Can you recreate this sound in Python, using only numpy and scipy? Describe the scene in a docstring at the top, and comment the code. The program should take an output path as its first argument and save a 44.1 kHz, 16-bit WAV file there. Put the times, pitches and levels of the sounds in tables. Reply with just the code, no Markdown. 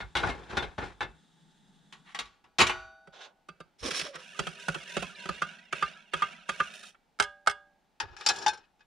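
"""A pan bumps and grates onto a hissing camping stove, close to a stereo microphone in a parked car's boot.
The knob turns, the flame dies and the sprung gas lever snaps back, shaking the tin case. A little to
the right a spoon crunches through granules in a steel mug and stirs, folding in bubbles and knocking
from wall to wall. It rings from two taps on the rim and is laid in the pan, on the left.
Under it all the cabin air rumbles faintly and the car floor booms with each blow."""
import sys
import numpy as np
from scipy import signal
from scipy.fft import rfft, irfft, next_fast_len
from scipy.io import wavfile

SR = 44100
rng = np.random.default_rng(int(sys.argv[2]) if len(sys.argv) > 2 else 0)


def inscribe(sig):
    """Save sig as 16-bit PCM at rate SR to the path in sys.argv[1].

    A 1-D sig is mono; a 2-D sig holds one channel per row.
    Samples are clipped to [-1, 1] before scaling.
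    """
    pcm = np.round(np.clip(np.atleast_2d(sig).T, -1, 1) * 32767)
    wavfile.write(sys.argv[1], SR, pcm.astype(np.int16))


N = 390711

# Stereo width at the microphone: f/Hz, side minus mid/dB
STEREO_WIDTH = [(60, -5.5), (150, -2), (300, -12.5), (700, -6), (1500, -5), (4000, -12.5), (6000, -4.5),
                (8500, 0), (15000, 1)]
# Where each object stands before the microphone: name, left minus right/dB
LEFT_DB = {"pan": 1.8, "stove": .2, "mug": -3.4, "spoon": 2.8}
LOW_EDGE_HZ, HIGH_EDGE_HZ = 700, 3000   # borders of the low, middle and high registers

# Spectra of the still air, floor, sleeve and granules: f/Hz, relative level/dB
CABIN_COLOUR = [(15, -29.5), (25, 0), (95, -15), (186, -4.5), (573, -13.5), (856, -4.5), (1000, -16),
                (3730, -21.5), (15000, -41.5)]
BOOM_COLOUR = [(15, -34), (30, -17), (53, 0), (75, -6), (105, -10), (150, -26), (400, -70)]
SLEEVE_COLOUR = [(120, -61), (200, -13), (561, 5), (1690, -2.5), (2090, -15), (3380, -13), (6880, -32.5),
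                 (14000, -67)]
GRANULE_COLOUR = [(53, -51), (90, -25), (276, 0.5), (350, 1.5), (515, -1), (883, -11), (1050, -1.5),
                  (2890, -6), (3580, 0.5), (4640, -11.5), (5510, -0.5), (7610, -19.5), (9440, -10),
                  (11500, -36), (15500, -38)]
# Each source's bed of dense resonances: f/Hz, relative level/dB
FLAME_COLOUR = [(53, -77), (90, -13), (157, 31.5), (488, 4), (579, -33), (870, 10.5), (969, -7),
                (1760, -1.5), (2480, -28.5), (3650, -34), (4520, -25), (9370, -26.5), (15000, -87.5)]
STOVE_COLOUR = [(53, -35.5), (90, -11.5), (222, -7), (350, -8.5), (494, -5), (538, -15.5), (828, -2),
                (1580, -2.5), (2710, -3), (9650, -24.5), (15500, -54)]
PAN_COLOUR = [(20, -29), (53, 3), (90, -0.5), (292, -5), (354, -0.5), (631, -7.5), (816, -1), (1250, -4),
              (1490, 0.5), (2010, -9), (3570, -17.5), (9500, -39.5), (12000, -57), (15000, -63)]
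SPOON_PAN_COLOUR = [(53, -88), (90, -34), (301, -33.5), (365, -22.5), (639, -32), (846, -13), (1000, -23.5),
                    (1220, -14), (1690, -13.5), (2050, -20), (5510, -12), (7450, -19), (15500, -54.5)]
STIR_COLOUR = [(53, -59), (110, -53), (161, 6.5), (227, 8.5), (276, -4), (759, -14), (864, -47),
               (1580, -3.5), (1800, -12.5), (2710, 4), (4160, -6), (9240, -9), (15500, -40)]
MUG_COLOUR = [(47, -55.5), (80, -37.5), (162, 1.5), (287, -20.5), (569, -8.5), (1050, -9), (1260, 7.5),
              (1470, 6), (1790, -2), (1910, -7), (3100, -9), (4130, -15.5), (9340, -24), (15500, -59)]
RIM_COLOUR = [(53, -41.5), (90, -21.5), (165, -7.5), (328, -20), (398, -11), (483, -12.5), (793, -8.5),
              (1050, -14.5), (1220, 0.5), (1960, -16), (2140, -13), (2330, -22.5), (8480, -35),
              (15500, -67)]
# Damped resonances over that bed: f/Hz, width/Hz, relative level/dB
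FLAME_PEAKS = [(182, 54, 18.5), (832, 300, -28.5), (1700, 350, -53), (3400, 790, -13)]
STOVE_PEAKS = [(840, 99, -7), (1130, 58, 1), (1710, 26, -14.5), (1910, 39, 1), (2700, 46, -15),
               (2970, 15, -1), (3870, 30, -8), (4250, 61, -12.5), (4970, 60, -16.5), (5940, 61, -15),
               (7000, 33, -13), (8400, 32, -26.5)]
PAN_PEAKS = [(369, 11, 2), (815, 33, -3), (1430, 64, 2), (1738, 32, -0.5), (2140, 19, -1.5),
             (2500, 18, -19.5), (2650, 10, -11), (2930, 43, -24), (3430, 32, -11.5), (3530, 57, -9),
             (3750, 120, -17.5), (3940, 63, -14)]
SPOON_PAN_PEAKS = [(910, 72, -14.5), (1685, 32, 1), (2530, 55, -6), (2930, 21, -34), (3610, 27, -3),
                   (4080, 53, -7), (4730, 91, -4), (5380, 140, -1.5), (5600, 45, -10), (6400, 46, -11),
                   (7030, 170, -8.5), (7640, 44, -17.5), (9000, 67, -33), (9200, 58, -11.5)]
STIR_PEAKS = [(398, 16, 0.5), (660, 170, -7.5), (967, 10, 4.5), (1575, 110, 3), (2190, 40, -5),
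              (2798, 23, 8.5), (3270, 65, 2.5), (4550, 60, -0.5), (5190, 110, -3), (5710, 330, -4.5),
              (6450, 96, -13.5), (7000, 380, -11)]
MUG_PEAKS = [(182, 26, 3.5), (382, 70, 1.5), (555, 31, 1.5), (1350, 36, 8), (1454, 7.7, 12),
             (1930, 88, 0.5), (2330, 35, -5), (2290, 4, 7), (2606, 103, 2), (3264, 46, 1.5),
             (4680, 19, -1.5), (4960, 73, -20), (6640, 66, -11.5), (8800, 72, -42), (9745, 190, -17)]
RIM_PEAKS = [(411, 15, 0), (815, 65, -2.5), (1193, 39, -13), (1528, 46, 4), (1673, 14, -1), (2170, 31, -6),
             (3150, 67, -19), (4830, 34, -23), (5204, 50, -20), (7200, 130, -31), (8270, 32, -32.5),
             (9910, 80, -25.5)]
# Free ringing of struck metal: f/Hz, relative level/dB, t60/s
STOVE_MODES = [(363, 0, 0.34), (650, -11, 1.25), (785.7, -13.5, 1.4), (995, -3, 0.49), (1135, 0.5, 0.54),
               (1317, -0.5, 0.54), (1442, -1, 0.55), (1480, -8, 1.1), (1650, -4.5, 0.55),
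               (2420, -3.5, 0.48), (2950, -10, 0.24), (3580, -19, 0.68), (3720, -20.5, 0.8),
               (4608, -11.5, 0.75), (6000, -21.5, 0.6), (6800, -24, 0.6)]
PAN_MODES = [(850, 9.5, 0.068), (1558, -10.5, 0.24), (3596, -32.5, 0.25), (4226, -24.5, 0.22),
             (4650, -4, 0.036), (5340, -33, 0.15), (5600, -24.5, 0.14), (6000, -11, 0.069)]
MUG_MODES = [(1206, 6, 0.079), (1565, -14, 0.18), (424, -37.5, 0.16), (796, -30.5, 0.19),
             (2120, -15, 0.088), (2663, -15.5, 0.11), (3580, -20, 0.076)]
SPOON_MODES = [(585, -10.5, 0.67), (780, -15, 0.81), (970, -0.5, 0.18), (1227, 5, 0.26), (1565, -6, 0.48),
               (1635, 0.5, 0.44), (1655, -2.5, .3), (2130, -16.5, .2), (2620, -1.5, .15), (2863, -3, 0.22),
               (3270, -1.5, 0.18), (3460, -5.5, 0.26), (4750, -2, .1), (8200, 2.5, 0.077)]

# Event levels below are relative: each source applies its own gain.
# Weight shifting on the car floor: t/s, level/dB
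FLOOR_BUMPS = [(0.01, -45.5), (3.8, -45), (8.0, -48.5), (8.08, -51)]
# Strokes of friction or burning gas: t/s, length/s, low/dB, middle/dB, high/dB
SLEEVE_BRUSHES = [(3.12, 0.14, -57.5, -61.5, -54), (3.2, 0.055, -68, -62, -45)]
FLAME_BURN = [(0.0, 2.15, -67, -81.5, -72.5)]
KNOB_TURN = [(2.04, 0.068, -94, -59, -65)]
PAN_SHOVES = [(0.0, 0.017, -47, -53, -51), (0.15, 0.15, -31, -39, -40.5), (0.37, 0.16, -46, -56, -56.5),
              (0.49, 0.14, -38.5, -41.5, -45), (0.775, 0.065, -37, -41, -44), (1.01, 0.028, -44, -54, -60)]
SPOON_SLIPS = [(8.005, 0.022, -38.5, -42, -80), (8.06, 0.086, -57, -57, -88),
               (8.17, 0.12, -48.5, -47.5, -52), (8.3, 0.15, -39.5, -49, -46.5),
               (8.47, 0.058, -44, -45.5, -62)]
GRANULE_DIGS = [(3.78, 0.098, -64, -60, -48.5), (3.815, 0.069, -31.5, -39, -36),
                (3.895, 0.096, -52, -38.5, -31), (4.02, .04, -48, -42, -49),
                (4.125, 0.023, -49.5, -38.5, -50)]
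# Blows on metal: t/s, low thud/dB, middle knock/dB, high crack/dB, ring/dB
STOVE_CLICKS = [(1.9246, -68, -53.5, -53.5, -67.5), (2.1466, -56, -40.5, -46, -71.5),
                (2.189, -51.5, -40, -37, -63), (2.255, -70, -66, -59.5, -79.5),
                (2.441, -66.5, -65, -72.5, -71.5), (2.5845, -37, -34, -29.5, -44),
                (2.591, -36.5, -27.5, -30, -31.5), (2.602, -31.5, -27, -25, -41),
                (2.612, -30, -22.5, -24.5, -55), (2.668, -49, -38.5, -33.5, -46.5),
                (2.695, -46.5, -31, -41.5, -40.5)]
PAN_ON_STOVE = [(0.004, -48, -40, -47, -52), (0.153, -39, -29.5, -32.5, -24), (0.168, -59, -42, -31.5, -25),
                (0.234, -38.5, -28.5, -44, -26.5), (0.2764, -36, -40, -48, -35),
                (0.298, -43, -41.5, -40, -62), (0.5308, -45, -51, -65, -34),
                (0.5707, -32.5, -30, -32.5, -23), (0.625, -39, -39, -42.5, -52),
                (0.7812, -37, -38, -49.5, -30), (0.8231, -38.5, -41.5, -61, -59),
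                (1.0072, -44, -31.5, -41, -30), (1.027, -44.5, -55, -43.5, -61)]
SPOON_IN_PAN = [(8.0005, -40, -30, -39, -61), (8.1652, -64, -46.5, -54, -65), (8.2096, -52, -41, -52, -63),
                (8.2625, -38, -28.5, -21, -32), (8.2875, -49, -29, -22, -28), (8.297, -31, -27.5, -47, -51),
                (8.3613, -66.5, -57, -43, -44), (8.3852, -67, -66, -42.5, -57),
                (8.4625, -37, -26, -33, -14.5), (8.48, -42, -38, -31, -20), (8.5334, -57, -50, -50, -42),
                (8.5733, -64, -59, -58, -50), (8.7933, -80, -70, -82, -82.5),
                (8.806, -79, -59.5, -80, -75.5)]
SPOON_IN_MUG = [(3.0725, -53, -60.5, -65, -73), (3.4861, -49, -52, -52, -40),
                (3.6023, -47.5, -52, -55, -42), (3.9065, -46, -59, -35, -61), (3.994, -49, -59, -34.5, -47),
                (4.012, -44.5, -60, -36.5, -64), (4.154, -51, -45, -47, -54), (4.391, -32, -34.5, -34, -58),
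                (4.4683, -41.5, -36.5, -40, -51), (4.6824, -30.5, -30, -36.5, -69),
                (4.7442, -57, -38, -40, -70), (4.756, -41.5, -45, -59, -53), (4.9667, -29, -44, -35, -55),
                (5.0236, -36.5, -62, -38.5, -62), (5.255, -42, -43, -47.5, -50),
                (5.289, -34.5, -33.5, -41, -30), (5.4187, -38.5, -28, -40, -24),
                (5.7255, -39.5, -31, -38, -43), (5.824, -39.5, -30, -40.5, -16),
                (6.1351, -37.5, -29.5, -34.5, -49), (6.2204, -42.5, -30.5, -40.5, -16),
                (6.4902, -40, -31.5, -36, -25.5), (6.6005, -39, -25.5, -40, -17.5),
                (6.833, -67, -53.5, -53.5, -61), (6.9457, -96, -60.5, -85, -78)]
RIM_TAPS = [(7.1998, -39.5, -27, -28, -43.5), (7.4727, -42.5, -24, -31, -47)]
# The contacts within one rim tap: t after the strike/s, level/dB, extra crack/dB
TAP_CONTACTS = [(-.0105, -25.5, -1.5), (0, -0.5, -1), (.0245, -18, 7.5), (.038, -25.5, 8.5)]
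# Gulps of air behind the spoon: t/s, starting f/Hz, level/dB
AIR_GULPS = [(4.055, 611, -40), (4.082, 578, -37), (4.109, 566, -39), (4.178, 520, -47),
             (5.03, 1056, -34.5)]
# Sweeps of the spoon round the mug: t/s, length/s, level/dB, extra treble/dB
STIR_SWEEPS = [(4.162, 0.27, -52.5, -6.5), (4.33, .17, -49, -5.5), (4.557, 0.22, -47, -5.5),
               (4.844, 0.18, -43.5, -7), (5.145, 0.32, -46, -13), (5.709, 0.12, -44, -12),
               (6.109, 0.12, -43.5, -11.5), (6.456, 0.22, -47.5, -7.5), (6.693, 0.22, -54.5, 1.5)]
LIFTED_AT_S = 6.89   # the spoon leaves the drink


def from_db(db):
    return 10 ** (np.asarray(db) / 20)


def at_hz(points, hz):
    """A spectrum read on a log-frequency axis, as gain."""
    f, db = np.transpose(points)
    return from_db(np.interp(np.log(hz + 1), np.log(f), db))


def add(out, s, sound):
    """Mix a sound in from time s on."""
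    at = max(0, round(s * SR))
    out[:, at:at + sound.shape[1]] += sound[:, :N - at]


def drift(rate, size):
    """A random wander with a spread near 1, turning rate times a second."""
    knots = rng.standard_normal(2000)
    return np.interp(np.arange(size) / SR * rate, np.arange(len(knots)), knots)


def swell(t, length_s, attack_s, release_s):
    """Attack, hold until length_s, then a release that falls 60 dB in release_s."""
    rise = np.sin(np.pi / 2 * np.clip(t / attack_s, 0, 1)) ** 2
    return rise * from_db(-60 * np.maximum(t - length_s, 0) / release_s)


def body(hz, colour, peaks, dense_db):
    """Response of an object: a few clear resonances over a bed of dense ones."""
    power = (at_hz(colour, hz) * from_db(dense_db)) ** 2
    for centre, width, db in peaks:
        detune = centre / width * ((hz + 1) / centre - centre / (hz + 1))
        power = power + from_db(db) ** 2 / (1 + detune ** 2 / 2) ** 2
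    return np.sqrt(power)


def ragged(hz, depth_db=4.5, spacing_hz=90):
    """Where an object is touched favours some of its many small modes and mutes others."""
    knots = rng.standard_normal(1000)
    ripple = np.interp(hz / spacing_hz, np.arange(len(knots)), knots)
    return from_db(depth_db * ripple * hz / (hz + 1500))


def registers(hz):
    """Low, middle and high shares of a sound; their powers sum to one."""
    low = 1 / (1 + (hz / LOW_EDGE_HZ) ** 6)
    high = 1 - 1 / (1 + (hz / HIGH_EDGE_HZ) ** 6)
    return np.sqrt([low, np.maximum(1 - low - high, 0), high])


def causal(gain):
    """Minimum-phase filter of a given gain: nothing sounds before the blow."""
    cepstrum = irfft(np.log(gain + 1e-9))
    half = len(cepstrum) // 2
    cepstrum[1:half] *= 2
    cepstrum[half + 1:] = 0
    return np.exp(rfft(cepstrum))


def stereo(spectra, hz):
    """Left and right waves from mid and side spectra; the treble is widest."""
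    mid, side = irfft(spectra[0]), irfft(spectra[1] * at_hz(STEREO_WIDTH, hz))
    return np.array([mid + side, mid - side])


def placed(x, left_db):
    """Louder by left_db on the microphone's left; negative leans right."""
    return x * from_db([[left_db / 2], [-left_db / 2]])


def steady(colour):
    """Even stereo noise of a given colour, rms 1."""
    size = 2 * next_fast_len(N // 2 + 1)
    hz = np.fft.rfftfreq(size, 1 / SR)
    wave = stereo(rfft(rng.standard_normal((2, size))) * at_hz(colour, hz), hz)[:, :N]
    return wave / np.std(wave)


def blows(rows, colour, peaks, modes, dense_db, click_db, rise_s, t60, tail_db, tail_t60, ring_db):
    """Each contact is a click and its scatter in the cabin, coloured by the object, which rings on."""
    size, blow_s = 32768, .03   # a blow's level is the rms of its energy spread over blow_s
    out, t, hz = np.zeros((2, N)), np.arange(size) / SR, np.fft.rfftfreq(size, 1 / SR)
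    resonances, shares = body(hz, colour, peaks, dense_db), registers(hz)
    ring_t = np.arange(SR) / SR
    ring = sum(from_db(db - 60 * ring_t / decay) * np.sin(2 * np.pi * f * ring_t)
               for f, db, decay in modes)
    ring *= 1 - np.exp(-ring_t / 0.0049)
    lasting = np.array([[1.3], [1], [.65]])   # low scatter lasts longest, high dies first
    scatter = (1 - np.exp(-t / rise_s)) * from_db(-60 * t / (t60 * lasting))
    for s, thud_db, knock_db, crack_db, mode_db in rows:
        response = resonances * ragged(hz)
        early, late = rng.standard_normal((2, 2, size))
        burst = np.sum(rfft(early[:, None] * scatter) * shares, axis=1)
        burst[0] += from_db(click_db) * np.linalg.norm(scatter[1])   # direct click, mid only
        tail = rfft(late * from_db(tail_db - 60 * t / tail_t60))
        burst += tail / np.hypot(1, hz / 3000)   # upholstery dulls the tail
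        energy = np.mean(np.abs(burst[0] * response * shares) ** 2, axis=1)
        strength = from_db([thud_db, knock_db, crack_db]) ** 2 * blow_s * SR / energy
        knock = stereo(burst * causal(response * np.sqrt(strength @ shares ** 2)), hz)
        add(out, s, knock[:, :SR // 2])
        add(out, s, from_db(mode_db + ring_db) * ring[None])
    return out


def rub(strokes, colour, peaks, dense_db, grains_per_s, grain_db, uneven_db,
        attack_s, release_s, treble_release_s):
    """Friction or a jet: grainy noise coloured by the object, swelling with each stroke."""
    starts, lengths, *levels = np.transpose(strokes)
    start = max(starts.min(), 0)
    size = 2 * next_fast_len(int((np.max(starts + lengths) + .5 - start) * SR / 2))
    t, hz = start + np.arange(size) / SR, np.fft.rfftfreq(size, 1 / SR)
    grains = rng.standard_normal((2, N))[:, :size] * from_db(grain_db * drift(grains_per_s, size))
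    source = rfft(grains) * causal(body(hz, colour, peaks, dense_db) * ragged(hz))
    out = np.zeros((2, N))
    for share, db, release in zip(registers(hz), levels, (release_s, release_s, treble_release_s)):
        wave = stereo(source * share, hz) * from_db(uneven_db * drift(45, size))   # the pressure wavers
        swells = swell(t - starts[:, None], lengths[:, None], attack_s, release)
        effort = np.sqrt(from_db(db) ** 2 @ swells ** 2)
        add(out, start, wave / np.std(wave.mean(axis=0)) * effort)
    return out


def cabin():
    """Still air all round the microphone, and a sleeve brushing past beside the mug."""
    sleeve = rub(SLEEVE_BRUSHES, SLEEVE_COLOUR, [], dense_db=0, grains_per_s=90, grain_db=-0.5,
                 uneven_db=3, attack_s=0.02, release_s=0.32, treble_release_s=0.11)
    return from_db(-72.5) * steady(CABIN_COLOUR) + placed(from_db(-4.5) * sleeve, LEFT_DB["mug"])


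def shaking(rows, boom_db, hold_s, attack_s, release_s):
    """Power of the floor's boom, boom_db relative to each thud: it swells and dies away."""
    power, t = np.zeros((1, N)), np.arange(SR) / SR
    shape = swell(t, hold_s, attack_s, release_s)[None]
    for s, thud_db, *_ in rows:
        add(power, s, (from_db(thud_db + boom_db) * shape) ** 2)
    return power


def floor_boom():
    """The boot floor booms long under the stove, briefly under the hand-held mug."""
    power = (shaking(PAN_ON_STOVE, boom_db=-16, hold_s=0.073, attack_s=0.064, release_s=0.33)
             + shaking(STOVE_CLICKS, boom_db=-12, hold_s=0.034, attack_s=0.033, release_s=0.51)
             + shaking(SPOON_IN_MUG, boom_db=-22, hold_s=0.032, attack_s=0.014, release_s=0.19)
             + shaking(RIM_TAPS, boom_db=-15, hold_s=0.032, attack_s=0.012, release_s=0.26)
             + shaking(SPOON_IN_PAN, boom_db=-27.5, hold_s=0.04, attack_s=0.015, release_s=0.33)
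             + shaking(FLOOR_BUMPS, boom_db=0, hold_s=0.054, attack_s=0.04, release_s=0.15))
    return placed(np.sqrt(power) * steady(BOOM_COLOUR), left_db=-3.5)


def stove():
    """Straight ahead, the flame hisses until the knob clicks off; the sprung lever shakes the case."""
    flame = rub(FLAME_BURN, FLAME_COLOUR, FLAME_PEAKS, dense_db=-1, grains_per_s=100, grain_db=0.5,
                uneven_db=1, attack_s=0.005, release_s=0.9, treble_release_s=0.6)
    turn = rub(KNOB_TURN, STOVE_COLOUR, STOVE_PEAKS, dense_db=-3, grains_per_s=93, grain_db=-3,
               uneven_db=3.5, attack_s=0.053, release_s=0.35, treble_release_s=0.3)
    clicks = blows(STOVE_CLICKS, STOVE_COLOUR, STOVE_PEAKS, STOVE_MODES, dense_db=-4, click_db=-17,
                   rise_s=0.00055, t60=0.14, tail_db=-15, tail_t60=0.43, ring_db=-2.5)
    return placed(flame + turn + from_db(0.78) * clicks, LEFT_DB["stove"])


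def pan():
    """Just left of centre, the pan bumps and grates over the prongs of the burner."""
    bumps = blows(PAN_ON_STOVE, PAN_COLOUR, PAN_PEAKS, PAN_MODES, dense_db=-3.5, click_db=-7.5,
                  rise_s=0.0015, t60=0.14, tail_db=-20, tail_t60=0.36, ring_db=-9.5)
    grating = rub(PAN_SHOVES, PAN_COLOUR, PAN_PEAKS, dense_db=9, grains_per_s=210, grain_db=1.5,
                  uneven_db=2, attack_s=0.015, release_s=0.37, treble_release_s=0.36)
    return placed(from_db(-0.5) * bumps + from_db(-8) * grating, LEFT_DB["pan"])


def spoon_laid_down():
    """On the left, the spoon touches the pan, slides down its wall and drops against the rim."""
    touches = blows(SPOON_IN_PAN, SPOON_PAN_COLOUR, SPOON_PAN_PEAKS, PAN_MODES, dense_db=2.5,
                    click_db=-27, rise_s=0.0004, t60=0.1, tail_db=-17.5, tail_t60=0.2, ring_db=0.5)
    slide = rub(SPOON_SLIPS, SPOON_PAN_COLOUR, SPOON_PAN_PEAKS, dense_db=1.5, grains_per_s=140,
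                grain_db=1.5, uneven_db=4, attack_s=0.022, release_s=0.3, treble_release_s=0.15)
    return placed(from_db(-4) * touches + from_db(-6.5) * slide, LEFT_DB["spoon"])


def bubbles(rows, cycles, glide):
    """Pockets of air ring for some cycles and glide in pitch as they move in the drink."""
    out, t = np.zeros((2, N)), np.arange(SR // 5) / SR
    for s, hz, db in rows:
        phase = 2 * np.pi * np.cumsum(hz * (1 + glide * t)) / SR
        envelope = from_db(db - 60 * t * hz / cycles) * (1 - np.exp(-t / 0.0027))
        add(out, s, (envelope * np.sin(phase))[None])
    return out


def froth(froth_db=7.5, low_hz=1200, high_hz=5000, settle_s=0.2, settle_db=12, per_sweep=36):
    """Each sweep folds in small bubbles, fainter as the drink settles, until the spoon is lifted."""
    rows = []
    for s, length, db, _ in STIR_SWEEPS:
        when, pitch, faintness = rng.random((per_sweep, 3)).T
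        age = when * min(length + settle_s, LIFTED_AT_S - s)
        level = db + froth_db - 14 * faintness - settle_db * np.maximum(age - length, 0) / settle_s
        rows += zip(s + age, low_hz * (high_hz / low_hz) ** pitch, level)
    return bubbles(rows, cycles=130, glide=1.2)


def stirring(slosh_db=-8.5, echo_s=0.0016, swing=0.25, echo_db=-3, lift_s=0.14):
    """The spoon scrapes round the steel floor; its echo off the wall swings in delay once a turn."""
    sweeps = [(s, length, db + slosh_db, db, db + treble_db) for s, length, db, treble_db in STIR_SWEEPS]
    scrape = rub(sweeps, STIR_COLOUR, STIR_PEAKS, dense_db=-3.5, grains_per_s=330, grain_db=3,
                 uneven_db=0.5, attack_s=0.056, release_s=0.92, treble_release_s=0.62)
    t, starts = np.arange(N) / SR, np.array(STIR_SWEEPS)[:, 0]
    turns = np.interp(t, starts, np.arange(len(starts)))
    lag = echo_s * (1 + swing * np.sin(2 * np.pi * turns))
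    echo = np.array([np.interp(t - lag, t, side) for side in scrape])
    in_drink = from_db(-60 * np.maximum(t - LIFTED_AT_S, 0) / lift_s)
    return (scrape + from_db(echo_db) * echo) / np.hypot(1, from_db(echo_db)) * in_drink


def rim_taps():
    """At each tap the spoon grazes the rim, strikes, bounces twice and rings."""
    contacts = [(s + lag, thud + db, knock + db, crack + db + extra_db, ring + db)
                for s, thud, knock, crack, ring in RIM_TAPS for lag, db, extra_db in TAP_CONTACTS]
    return blows(contacts, RIM_COLOUR, RIM_PEAKS, SPOON_MODES, dense_db=0, click_db=-6.5,
                 rise_s=0.00048, t60=0.045, tail_db=-26, tail_t60=0.29, ring_db=5.5)


def mug():
    """Close on the right, the spoon crunches granules, stirs, hits the walls and is tapped dry."""
    crunch = rub(GRANULE_DIGS, GRANULE_COLOUR, [], dense_db=0, grains_per_s=500, grain_db=2.5,
                 uneven_db=4, attack_s=0.027, release_s=0.23, treble_release_s=0.25)
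    circling = stirring()
    walls = blows(SPOON_IN_MUG, MUG_COLOUR, MUG_PEAKS, MUG_MODES, dense_db=4, click_db=-18.5,
                  rise_s=0.0036, t60=0.042, tail_db=-27.5, tail_t60=0.5, ring_db=1)
    taps = rim_taps()
    liquid = froth() + bubbles(AIR_GULPS, cycles=84, glide=-0.77)
    drink = from_db(-5) * crunch + from_db(-3.5) * circling + liquid
    return placed(drink + from_db(-2.5) * walls + from_db(1.6) * taps, LEFT_DB["mug"])


def scene():
    """Everything in the boot as it reaches the microphone."""
    return pan() + stove() + mug() + spoon_laid_down() + cabin() + floor_boom()


def record(dry):
    """The microphone chain cuts the top steeply above 15.6 kHz."""
    return signal.sosfilt(signal.ellip(10, .1, 80, 15600, fs=SR, output="sos"), dry)


dry = scene()
out = record(dry)
inscribe(out)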